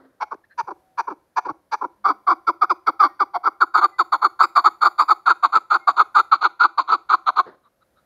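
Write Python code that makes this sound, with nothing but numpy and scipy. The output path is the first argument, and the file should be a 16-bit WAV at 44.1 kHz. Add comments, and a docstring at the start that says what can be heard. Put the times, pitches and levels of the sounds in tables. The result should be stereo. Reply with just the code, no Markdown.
"""Chukar partridge on a rock

A chukar partridge calls close to the microphone in a quiet wooded hollow. Soft clucks, some answered by low
mutters, grow into loud, harsh chuck-chu-kar phrases and stop. Each note is one or two pushes of air: a gliding
tone and a partly chaotic buzz of the syrinx (the bird's voice organ), heard through throat, chest and beak.
Faint calls, shuffles, thuds and far-off tones surround it; slope and bushes return a faint echo in soft air.
"""
import sys
import numpy as np
from scipy import signal
from scipy.fft import rfft, irfft, next_fast_len
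from scipy.io import wavfile
from scipy.ndimage import uniform_filter1d, minimum_filter1d

SR = 44100
rng = np.random.default_rng(int(sys.argv[2]) if len(sys.argv) > 2 else 0)


def transcribe(signal):
    """Save signal, clipped to [-1, 1], as a 16-bit WAV file at the path in sys.argv[1]."""
    frames = np.atleast_2d(signal).T
    limited = np.clip(frames, -1, 1)
    pcm = np.round(limited * 32767).astype(np.int16)
    wavfile.write(sys.argv[1], SR, pcm)


N = 355181

# Colour of the rasp through a nearly closed beak. Each row: frequency in Hz, relative level in dB.
BEAK_CLOSED = [(900, -35.5), (1400, -5), (1640, 11), (1950, -14), (2280, 5.5), (2500, -6), (3000, -19),
               (3500, -15), (4100, -12.5), (4750, -6), (5200, -19.5), (5700, -4.5), (6600, -22),
               (8100, -39), (10000, -37.5), (15500, -35)]
# Beak open towards the listener. Each row: frequency in Hz, relative level in dB.
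BEAK_FRONT = [(1400, -28), (1900, -10.5), (2300, 4), (2500, -17), (2900, -28.5), (3400, -10), (4050, -16.5),
              (4750, -2), (5250, -24), (5700, -12.5), (6500, -35.5), (8500, -42), (10000, -32.5),
              (15500, -29)]
# Beak open across the listener. Each row: frequency in Hz, relative level in dB.
BEAK_SIDE = [(1400, -27.5), (1950, -8.5), (2300, -4), (2550, -19.5), (3050, -25.5), (3700, -5.5),
             (4050, -13.5), (4450, 4), (5350, -35.5), (6400, -27), (7100, -15.5), (8500, -66),
             (9900, -27.5), (15500, -33.5)]
# Beak open away from the listener. Each row: frequency in Hz, relative level in dB.
BEAK_BACK = [(1400, -27.5), (1950, -14), (2300, -6), (2550, -13.5), (3050, -18), (3600, -7.5), (4350, 0),
             (4750, -18), (5300, -37), (5900, -27.5), (7000, -24), (8400, -70), (9900, -40.5), (15500, -50)]
# Beak open while the head is turning. Each row: frequency in Hz, relative level in dB.
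BEAK_TURNING = [(1400, -29.5), (1950, -11), (2300, -6), (2550, -14), (3050, -22), (3700, -5.5), (4050, -9),
                (4400, -2), (5300, -38), (6300, -25.5), (7100, -19.5), (8500, -67.5), (9900, -30),
                (15500, -49.5)]
# Signs that put a sound into left and right with opposite polarity. Each row: the factor of one channel.
LEFT_RIGHT = np.array([[1], [-1]])


def undb(db):
    """Turn decibels into a gain."""
    return 10 ** (np.asarray(db) / 20)


def unit(x):
    """Scale to an rms (average strength) of 1."""
    return x / np.sqrt(np.mean(x ** 2) + 1e-20)


def along(points, hz):
    """Read (Hz, value) points on a log-frequency axis."""
    f, value = np.transpose(points)
    return np.interp(np.log(hz + 1), np.log(f), value)


def colour(x, points):
    """Filter by a (Hz, dB) spectrum."""
    n = x.shape[-1]
    size = next_fast_len(n)
    gain = undb(along(points, np.fft.rfftfreq(size, 1 / SR)))
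    return irfft(rfft(x, size) * gain, size)[..., :n]


def resonate(x, hz, width_hz):
    """Let one resonance ring, with gain 1 at its centre."""
    b, a = signal.iirpeak(hz, hz / width_hz, fs=SR)
    return signal.lfilter(b, a, x)


def wander(n, rate):
    """Make smooth random motion with about `rate` turns a second and rms 1."""
    k = max(int(SR / rate), 1)
    smooth = uniform_filter1d(rng.standard_normal(n), k)
    return unit(uniform_filter1d(smooth, k))


def swell(t, rise, fall, roundness=1.865):
    """Rise from t = 0 and fall again, both rounded; times in seconds."""
    ramp = np.interp(t, [0, rise, rise + fall], [0, 1, 0])
    return np.sin(np.pi / 2 * ramp) ** roundness


def blown(x, push):
    """Give x the envelope `push`, with rms about 1 at its top."""
    return unit(x * push) * np.sqrt(np.mean(push ** 2))


def blend(clean, noisy, share):
    """Mix two sounds; `share` is the noisy part of the power, 0-1."""
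    share = np.clip(share, 0, 1)
    return np.sqrt(1 - share) * unit(clean) + np.sqrt(share) * unit(noisy)


def add(out, x, start):
    """Mix x into out from `start` seconds."""
    i = max(int(start * SR), 0)
    out[..., i:i + x.shape[-1]] += x[..., :N - i]


def partridge():
    """Sing every note push by push, with the beak colour of the current head pose."""
    # Head poses. Each row: start in seconds, beak spectrum.
    poses = [(0, BEAK_CLOSED), (1.95, BEAK_FRONT), (3.55, BEAK_SIDE), (5.2, BEAK_TURNING),
             (6.27, BEAK_BACK)]
    # Six note shapes of one or two air pushes: a soft cluck, a low mutter, a falling yelp, the chuck, chu and kar.
    # Each row: start, rise and fall as shares of the note, level in dB, tone glide in octaves, buzz in Hz,
    # break-up 0-1, chest offset in dB, rasp offset in dB.
    cluck = [(0.0069, .57, 0.38, 0.02, -.2, 440, 0.15, -8.5, 0.005)]
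    mutter = [(0, .26, .27, 0.044, -.7, 439.9, 0.011, -2, -17),
              (.43, 0.19, 0.37, 0.019, -0.73, 391.7, 0.32, 0.5, -18.5)]
    yelp = [(0.014, 0.39, .57, 0.0029, -.9, 415, 0.0051, 0.83, 0.088)]
    chuck = [(0, .31, .25, 0.01, -.2, 406.7, 0.058, -6.5, -2),
             (.35, .27, 0.3645, 0, -0.3493, 404.2, .4, 0, 0.23)]
    chu = [(0, .38, .28, 0.003, -.3, 439.9, 0.19, -9, 0), (.27, .25, .48, 0, -.4, 373.8, 0.75, -9, -5.5)]
    kar = [(0, .38, 0.15, 0.015, .3, 392.8, 0.54, -7, -7),
           (.36, .24, .4, 0, -0.365, 426.2, 0.046, 1.5, 0.5)]
    # Single soft clucks, then falling yelps.
    # Each row: start in seconds, length in seconds, level in dB, middle tone in Hz, roughness 0-1.
    clucks = [(.199, 0.051, -21, 948.4, 0.6), (0.573, 0.051, -19.5, 961, 0.33),
              (.971, 0.052, -18.5, 988, 0.65), (1.358, .047, -15, 1006, 0.65),
              (1.711, .052, -19, 825.5, 0.7), (3.332, .054, -20, 811, 0.77)]
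    yelps = [(2.465, .054, -13, 1130, 0.37), (2.692, 0.045, -13.5, 1100, 0.26),
             (2.861, .051, -13, 1160, 0.54), (3.19, 0.058, -12.5, 1150, 0.34),
             (3.601, .051, -10, 1270, 0.6), (3.981, 0.053, -11, 1170, 0.35)]
    # Two-push notes: mutters that answer the first clucks, the long chuck that opens a phrase,
    # the short open chu in its middle and the swelling kar that closes it.
    # Each row: start in seconds, length in seconds, level in dB, middle tone in Hz, roughness 0-1,
    # second push in dB, turning point as a share of the note.
    mutters = [(0.307, 0.044, -24.5, 998.5, 0.74, -14, 0.81), (0.666, 0.066, -29, 880, 0.65, 0, 0.6),
               (1.069, .075, -22, 940, 0.42, -8.5, 0.38), (1.444, .08, -27, 940, 0.5, 3, .5),
               (1.808, 0.061, -22.5, 931, 0.65, -1, 0.48)]
    chucks = [(2.039, 0.096, -12, 1200, .6, -3, 0.43), (2.265, 0.083, -11.5, 1153, 0.26, -0.5, 0.41),
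              (2.992, 0.092, -9.5, 1190, 0.34, -0.5, 0.36), (3.736, 0.076, -9.5, 1320, .65, -3, 0.52),
              (4.389, 0.074, -9, 1340, 0.77, -3, 0.59), (4.807, 0.085, -11.5, 1260, .65, 2, 0.54),
              (5.255, 0.082, -9.5, 1384, .5, -1, 0.45), (5.698, .08, -12.5, 1292, .65, 1.5, .56),
              (6.143, 0.078, -8, 1280, 0.46, -1, 0.51), (6.592, 0.083, -10, 1350, 0.42, 0, 0.53),
              (7.087, 0.076, -12.5, 1275, .6, 3, 0.57)]
    chus = [(2.61, 0.05, -8.5, 1201, 0.099, -7, 0.55), (4.118, 0.056, -12, 1094, 0.55, -3.5, .42),
            (4.551, 0.069, -7.5, 1129, .6, -8, 0.43), (4.978, 0.075, -11.5, 1138, 0.78, -9, .5),
            (5.423, 0.057, -9, 1200, .5, -18, 0.66), (5.869, 0.057, -8, 1198, 0.45, -12, .45),
            (6.312, .063, -6.5, 1293, 0.33, -11.5, .44), (6.773, 0.062, -12.5, 1092, 0.65, -11, .42),
            (7.258, 0.052, -14, 1209, 0.47, -1, 0.73)]
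    kars = [(3.429, 0.067, -20.5, 1196, 0.69, 7.7, .55), (3.804, 0.066, -12, 1218, 0.44, 2.4, 0.54),
            (4.212, .069, -15, 1205, .6, 4, 0.46), (4.638, 0.056, -15, 1211, .5, 7.8, 0.32),
            (5.077, 0.062, -13.5, 1209, .45, 4.4, .5), (5.518, 0.073, -16.5, 1250, 0.51, 6.9, .5),
            (5.959, .076, -15.5, 1214, 0.61, 7.6, .48), (6.406, 0.075, -17, 1252, .65, 7, .5),
            (6.869, 0.098, -18, 1200, .6, 7.5, 0.54), (7.354, 0.066, -18, 1172, .5, 8.3, .48)]
    kinds = ((cluck, clucks), (mutter, mutters), (yelp, yelps), (chuck, chucks), (chu, chus), (kar, kars))

    out = np.zeros((2, N))
    t = np.arange(4096) / SR - .01  # starts early, to leave room before the push
    for shape, notes in kinds:
        for row in notes:
            beak = [spectrum for since, spectrum in poses if since <= row[0]][-1]
            for push in note(shape, *row):
                add(out, syllable(t, push, beak), push[0] + t[0])
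    return out


def note(shape, start, length, db, tone_hz, rough, second_db=0, turn=.5):
    """Stretch a shape to the note's length, leaning early or late about the turning point."""
    # Rasp and chest over the whole bout: the rasp tends to grow, the chest is strongest in the first loud notes.
    # Each row: time in seconds, base rasp level in dB, base chest level in dB.
    bout = [(.2, -34, -40), (.6, -35.5, -37), (1.35, -30, -34), (1.8, -31, -33.5), (2.05, -38, -31.5),
            (2.6, -35.5, -30), (3.0, -32.5, -32), (3.35, -40.5, -35.5), (3.65, -32, -34),
            (4.15, -31.5, -35), (4.5, -27.5, -34), (5.0, -29.5, -36.5), (5.7, -32.5, -37.5),
            (6.4, -28, -36.5), (6.85, -31.5, -37), (7.4, -32, -39)]
    times, rasps_db, chests_db = np.transpose(bout)
    for push, accent_db in zip(shape, (0, second_db)):
        at, up, down, push_db, glide, buzz_hz, break_up, chest_db, rasp_db = push
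        shares = np.interp([at, at + up, at + up + down], [0, .5, 1, 2], [0, turn, 1, 2])
        begin, peak, end = start + length * shares
        level_db = db + push_db + accent_db
        first_hz, last_hz = tone_hz * 2 ** (glide * np.array([-.5, .5]))
        push_rough = rough + break_up * (1 - rough)
        # chest and rasp follow the bout, not the loudness of the single note
        low_db = np.interp(start, times, chests_db) + chest_db - level_db
        edge_db = np.interp(start, times, rasps_db) + rasp_db - level_db
        yield (begin, peak - begin, end - peak, level_db, first_hz, last_hz, buzz_hz,
               push_rough, low_db, edge_db)


def syllable(t, row, beak, centre_hz=1200, chest_lag=0.0057, chest_noise=0.16, rasp_lead=0.2,
             rasp_linger=0.00055, cry_db=0.76, chest_trim_db=0.62, rasp_trim_db=0.24):
    """Sound one push of air from throat, chest and beak; lag and linger in s, lead a share of the rise."""
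    # Low flutter of the chest. Each row: frequency in Hz, relative level in dB.
    chest_band = [(30, -30.5), (110, -23), (200, -17), (320, 0), (420, -9), (560, 0), (900, -36.5),
                  (2000, -69.5)]
    _, rise, fall, db, first_hz, last_hz, _, rough, chest_db, rasp_db = row
    rise, fall = max(rise, .004), max(fall, .004)
    rough = np.clip(rough, 0, .85)
    tone, buzz = syrinx(t, row)
    # the throat resonance half follows the tone
    throat_hz = (centre_hz + (first_hz + last_hz) / 2) / 2
    throat = cry(tone, buzz, swell(t, rise, fall), rough, throat_hz)
    # the buzz itself radiates from the chest, a little late
    hum = colour(np.sin(buzz), chest_band)
    breath = colour(turbulence(buzz), chest_band)
    chest = blown(blend(hum, breath, chest_noise), swell(t - chest_lag, rise, fall))
    # the rasp bites before the tone is at its loudest
    lead = np.clip(rasp_lead, 0, .5) * rise
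    edge = rasp(buzz, swell(t, rise - lead, fall + lead + rasp_linger), rough, beak)
    voice = undb(cry_db) * throat
    voice = voice + undb(chest_db + chest_trim_db) * chest
    return undb(db) * (voice + undb(rasp_db + rasp_trim_db) * edge)


def syrinx(t, row, sag_rate=10, lowest_hz=285):
    """Make the phases of two voices, a strong gliding tone and a lower buzz; roughness shakes both."""
    _, rise, fall, _, first_hz, last_hz, buzz_hz, rough, chest_db, _ = row
    from_peak = np.clip(t, -.005, rise + fall + .005) - rise
    glide = (last_hz - first_hz) / (rise + fall)  # Hz per second
    peak_hz = first_hz + glide * rise
    waver = 1 + .09 * rough * wander(len(t), 160)
    # a tense buzz follows the tone; a slack one sags as the air runs out and sounds more from the chest
    slack = np.interp(chest_db, [-30, -24], [0, 1])
    bend = (1 - slack) * glide / peak_hz - slack * sag_rate  # share of the buzz pitch per second
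    tone_path = peak_hz + glide * from_peak
    buzz_path = np.maximum(buzz_hz * (1 + bend * from_peak), lowest_hz)
    return 2 * np.pi * np.cumsum(np.array([tone_path, buzz_path]) * waver, axis=1) / SR


def turbulence(buzz):
    """Pulse air noise, as it escapes when the membranes open, over a steady hiss."""
    return rng.standard_normal(len(buzz)) * (0.31 + np.cos(buzz / 2) ** 4)


def cry(tone, buzz, push, rough, throat_hz, buzz_depth=0.48, throat_width_hz=400):
    """Chop the tone by the buzz; driven hard, pulses go strong-weak and then chaotic."""
    # Band that the throat lets out. Each row: frequency in Hz, level in dB.
    throat_band = [(150, -43), (400, -22), (600, -16), (730, -5), (1000, -2), (1400, -1.5), (1580, -13.5),
                   (1800, -28.5), (2400, -40), (4000, -78.5)]
    doubling = .8 * rough ** 2 * np.cos(buzz / 2 + rng.uniform(0, 2 * np.pi))  # half the buzz rate
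    voiced = np.sin(tone) * np.exp(buzz_depth * np.cos(buzz) + doubling)
    harsh = resonate(colour(turbulence(buzz), throat_band), throat_hz, throat_width_hz)
    chaos = .7 * rough ** 2
    mixed = blend(colour(voiced, throat_band) * push, harsh * push, chaos)
    return mixed * np.sqrt(np.mean(push ** 2))


def rasp(buzz, push, rough, beak, noise_share=0.42, flutter_db=1.0, flutter_rate=100):
    """Send overtones and fluttering hiss through a beak whose gape differs a little each time, in stereo."""
    # Treble that differs between the two ports. Each row: frequency in Hz, level in dB.
    spray = [(1500, -21.5), (4500, -15.5), (7000, -11.5), (10000, -5.5)]
    gape = 1 + .02 * rng.standard_normal()
    beak = [(hz * gape, db) for hz, db in beak]
    overtones = np.cos(np.outer(np.arange(1, 27), buzz)).sum(axis=0)
    flutter = undb(flutter_db * wander(len(buzz), flutter_rate))
    edge = blend(overtones, turbulence(buzz), noise_share + .5 * rough)
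    mid = blown(flutter * colour(edge, beak), push)
    hiss = blown(flutter * colour(turbulence(buzz), beak), push)
    return mid + colour(hiss, spray) * LEFT_RIGHT


def faint_calls(width_hz=170, upper_width_hz=170):
    """Make short hoarse notes in the bushes: noise through a low and a high narrow resonance."""
    # Each row: middle in seconds, length in seconds, pitch in Hz, level in dB,
    # upper partial in Hz, its level against the lower one in dB.
    calls = [(0.448, 0.029, 1700, -55, 4000, -23), (0.521, 0.056, 1670, -52.5, 4130, -18),
             (7.66, 0.075, 1160, -57.5, 3830, -15), (7.824, 0.04, 1280, -59, 3900, -11),
             (7.983, 0.061, 1306, -60.5, 3850, -10.5)]
    out = np.zeros(N)
    t = np.arange(4096) / SR
    for s, length, hz, db, upper_hz, upper_db in calls:
        breath = rng.standard_normal(len(t))
        push = swell(t, length / 2, length / 2)
        # each resonance is applied twice, the second time twice as wide
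        low = resonate(resonate(breath, hz, width_hz), hz, 2 * width_hz)
        high = resonate(resonate(breath, upper_hz, upper_width_hz), upper_hz, 2 * upper_width_hz)
        call = blown(low, push) + undb(upper_db) * blown(high, push)
        add(out, undb(db) * call, s - length / 2)
    return out


def shuffles(grain_db=3):
    """Make dull rustles that die away: coloured noise of uneven strength."""
    # Soft shuffles. Each row: start in seconds, rise in seconds, decay time in seconds, level in dB.
    moves = [(0.0, 0.0017, 0.081, -51), (7.452, 0.012, 0.04, -37)]
    # Their colour. Each row: frequency in Hz, relative level in dB.
    rustle_colour = [(35, -46), (60, -33), (202, -14.5), (295, -5.5), (364, -2.5), (520, -2.5), (842, -12),
                     (1580, -11.5), (2000, -21), (2400, -39), (4320, -32), (9000, -74), (11700, -93),
                     (19800, -120)]
    out = np.zeros(N)
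    t = np.arange(SR // 2) / SR
    for s, rise, decay, db in moves:
        grain = rng.standard_normal(len(t)) * undb(grain_db * wander(len(t), 81))
        rustle = unit(colour(grain, rustle_colour))
        envelope = np.interp(t, [0, rise], [0, 1]) * np.exp(-t / decay)
        add(out, undb(db) * rustle * envelope, s)
    return out


def thuds(first_hz=190, last_hz=80, length=0.031):
    """Make soft low bumps: short sine swells that fall in pitch; length in seconds."""
    # Each row: middle in seconds, peak level in dB.
    bumps = [(0.64, -52), (1.516, -45.5)]
    out = np.zeros(N)
    t = np.arange(SR // 8) / SR
    phase = 2 * np.pi * np.cumsum(np.interp(t, [0, length], [first_hz, last_hz])) / SR
    for s, db in bumps:
        add(out, undb(db) * np.sin(phase) * swell(t, length / 2, length / 2), s - length / 2)
    return out


def far_tones(waver=.012):
    """Make faint sine tones from the distance, their pitch wavering by a small share."""
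    # Each row: middle in seconds, length in seconds, pitch in Hz, level in dB.
    tones = [(0.043, 0.17, 267, -55.5), (.87, 0.38, 754, -64), (2.1, 0.4, 210, -65),
             (3.106, 0.12, 1864, -60), (3.54, 0.12, 2164, -72), (3.948, 0.091, 2030, -55.5),
             (5.83, 0.094, 2140, -53.5)]
    out = np.zeros(N)
    t = np.arange(SR) / SR
    for s, length, hz, db in tones:
        phase = 2 * np.pi * np.cumsum(hz * (1 + waver * wander(SR, 60))) / SR
        start = max(s - length / 2, 0)  # a tone may already be under way at the beginning
        envelope = swell(t + start - s + length / 2, length / 2, length / 2)
        add(out, undb(db) * np.sqrt(2) * np.sin(phase) * envelope, start)
    return out


def ports(x):
    """Bring the direct sound to two microphone ports with different level and phase."""
    # Each row: frequency in Hz, left minus right in dB.
    balance = [(60, -5.5), (110, 3.5), (200, -5.5), (380, -1.5), (700, -2), (1290, 0.5), (2380, 3),
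               (4400, -7), (8120, 12), (15000, -1.5)]
    # Each row: frequency in Hz, radians by which left leads.
    lead = [(0, 0), (1640, 0.27), (2150, 1.07), (3360, 0.5), (3960, 1.5), (4740, 0), (5430, -1.5),
            (5860, -1.5), (7410, -1.35), (9650, 7), (10100, 5), (12900, 10.5), (14300, -7), (16000, -1.5)]
    size = next_fast_len(N)
    hz = np.fft.rfftfreq(size, 1 / SR)
    # each port takes half of the difference
    half = undb(along(balance, hz) / 2) * np.exp(1j * along(lead, hz) / 2)
    return irfft(rfft(x, size) * np.array([half, 1 / half]), size)[:, :N]


def hollow(x, near_db=-27, near_t60=0.28, far_db=-35, far_t60=0.32, build_up=0.26, slope_db=-39, slope_lag=0.053):
    """Echo by quick scatter from rocks, one slope echo and a thin foliage tail; times in seconds."""
    # Colour of the echo. Each row: frequency in Hz, level in dB.
    echo_colour = [(100, 6.5), (350, 10), (750, 9.5), (1150, -0.5), (1450, 1), (2000, 8), (4300, 4),
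                   (12000, 18)]
    t = np.arange(SR) / SR
    grains = rng.standard_normal((2, 2, len(t)))
    # each t60 is the time in which the noise fades by 60 dB
    near = unit(grains[0] * undb(-60 * t / near_t60) * np.minimum(t / 0.0009, 1))
    far = unit(grains[1] * undb(-60 * t / far_t60) * np.minimum(t / build_up, 1))
    response = (undb(near_db) * near + undb(far_db) * far) / np.sqrt(len(t))
    response[:, int(slope_lag * SR)] += undb(slope_db)
    # the echo differs between left and right, least around 500 Hz
    mid, side = response.mean(axis=0), (response[0] - response[1]) / 2
    side = colour(side, [(100, -1.5), (500, -7), (1200, 0.5), (2500, 2)])
    stereo = np.array([mid + side, mid - side])
    return signal.fftconvolve(colour(x, echo_colour)[None], stereo, axes=1)[:, :N]


def air(level_db=-68.5, side_db=-5):
    """Make very quiet outdoor air: coloured stereo noise that swells a little."""
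    # Each row: frequency in Hz, relative level in dB.
    air_colour = [(15, -39), (25, -16.5), (60, -2.5), (322, -4.5), (457, -8.5), (523, 0.5), (895, -11.5),
                  (1300, -12), (1530, -11.5), (2010, -17), (2700, -23.5), (4040, -23), (7910, -29),
                  (11500, -22), (15500, -32.5)]
    mid, side = unit(colour(rng.standard_normal((2, N)), air_colour))
    swell_db = 1.2 * wander(N, 3)
    return undb(level_db + swell_db) * (mid + undb(side_db) * side * LEFT_RIGHT)


def scene():
    """Mix the bird, the small sounds around it, their echo and the air."""
    direct = partridge() + faint_calls() + shuffles() + far_tones() + thuds()
    return ports(direct) + hollow(direct.mean(axis=0)) + air()


def record(dry, ceiling=1.0, top_hz=15600):
    """Turn down the loudest peaks with a fast limiter, then cut the top of the treble."""
    gain = np.minimum(1, ceiling / (np.abs(dry).max(axis=0) + 1e-9))
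    gain = uniform_filter1d(minimum_filter1d(gain, size=301), size=301)
    low_pass = signal.ellip(10, .2, 80, top_hz, fs=SR, output="sos")
    return signal.sosfilt(low_pass, dry * gain)


dry = scene()
out = record(dry)
transcribe(out)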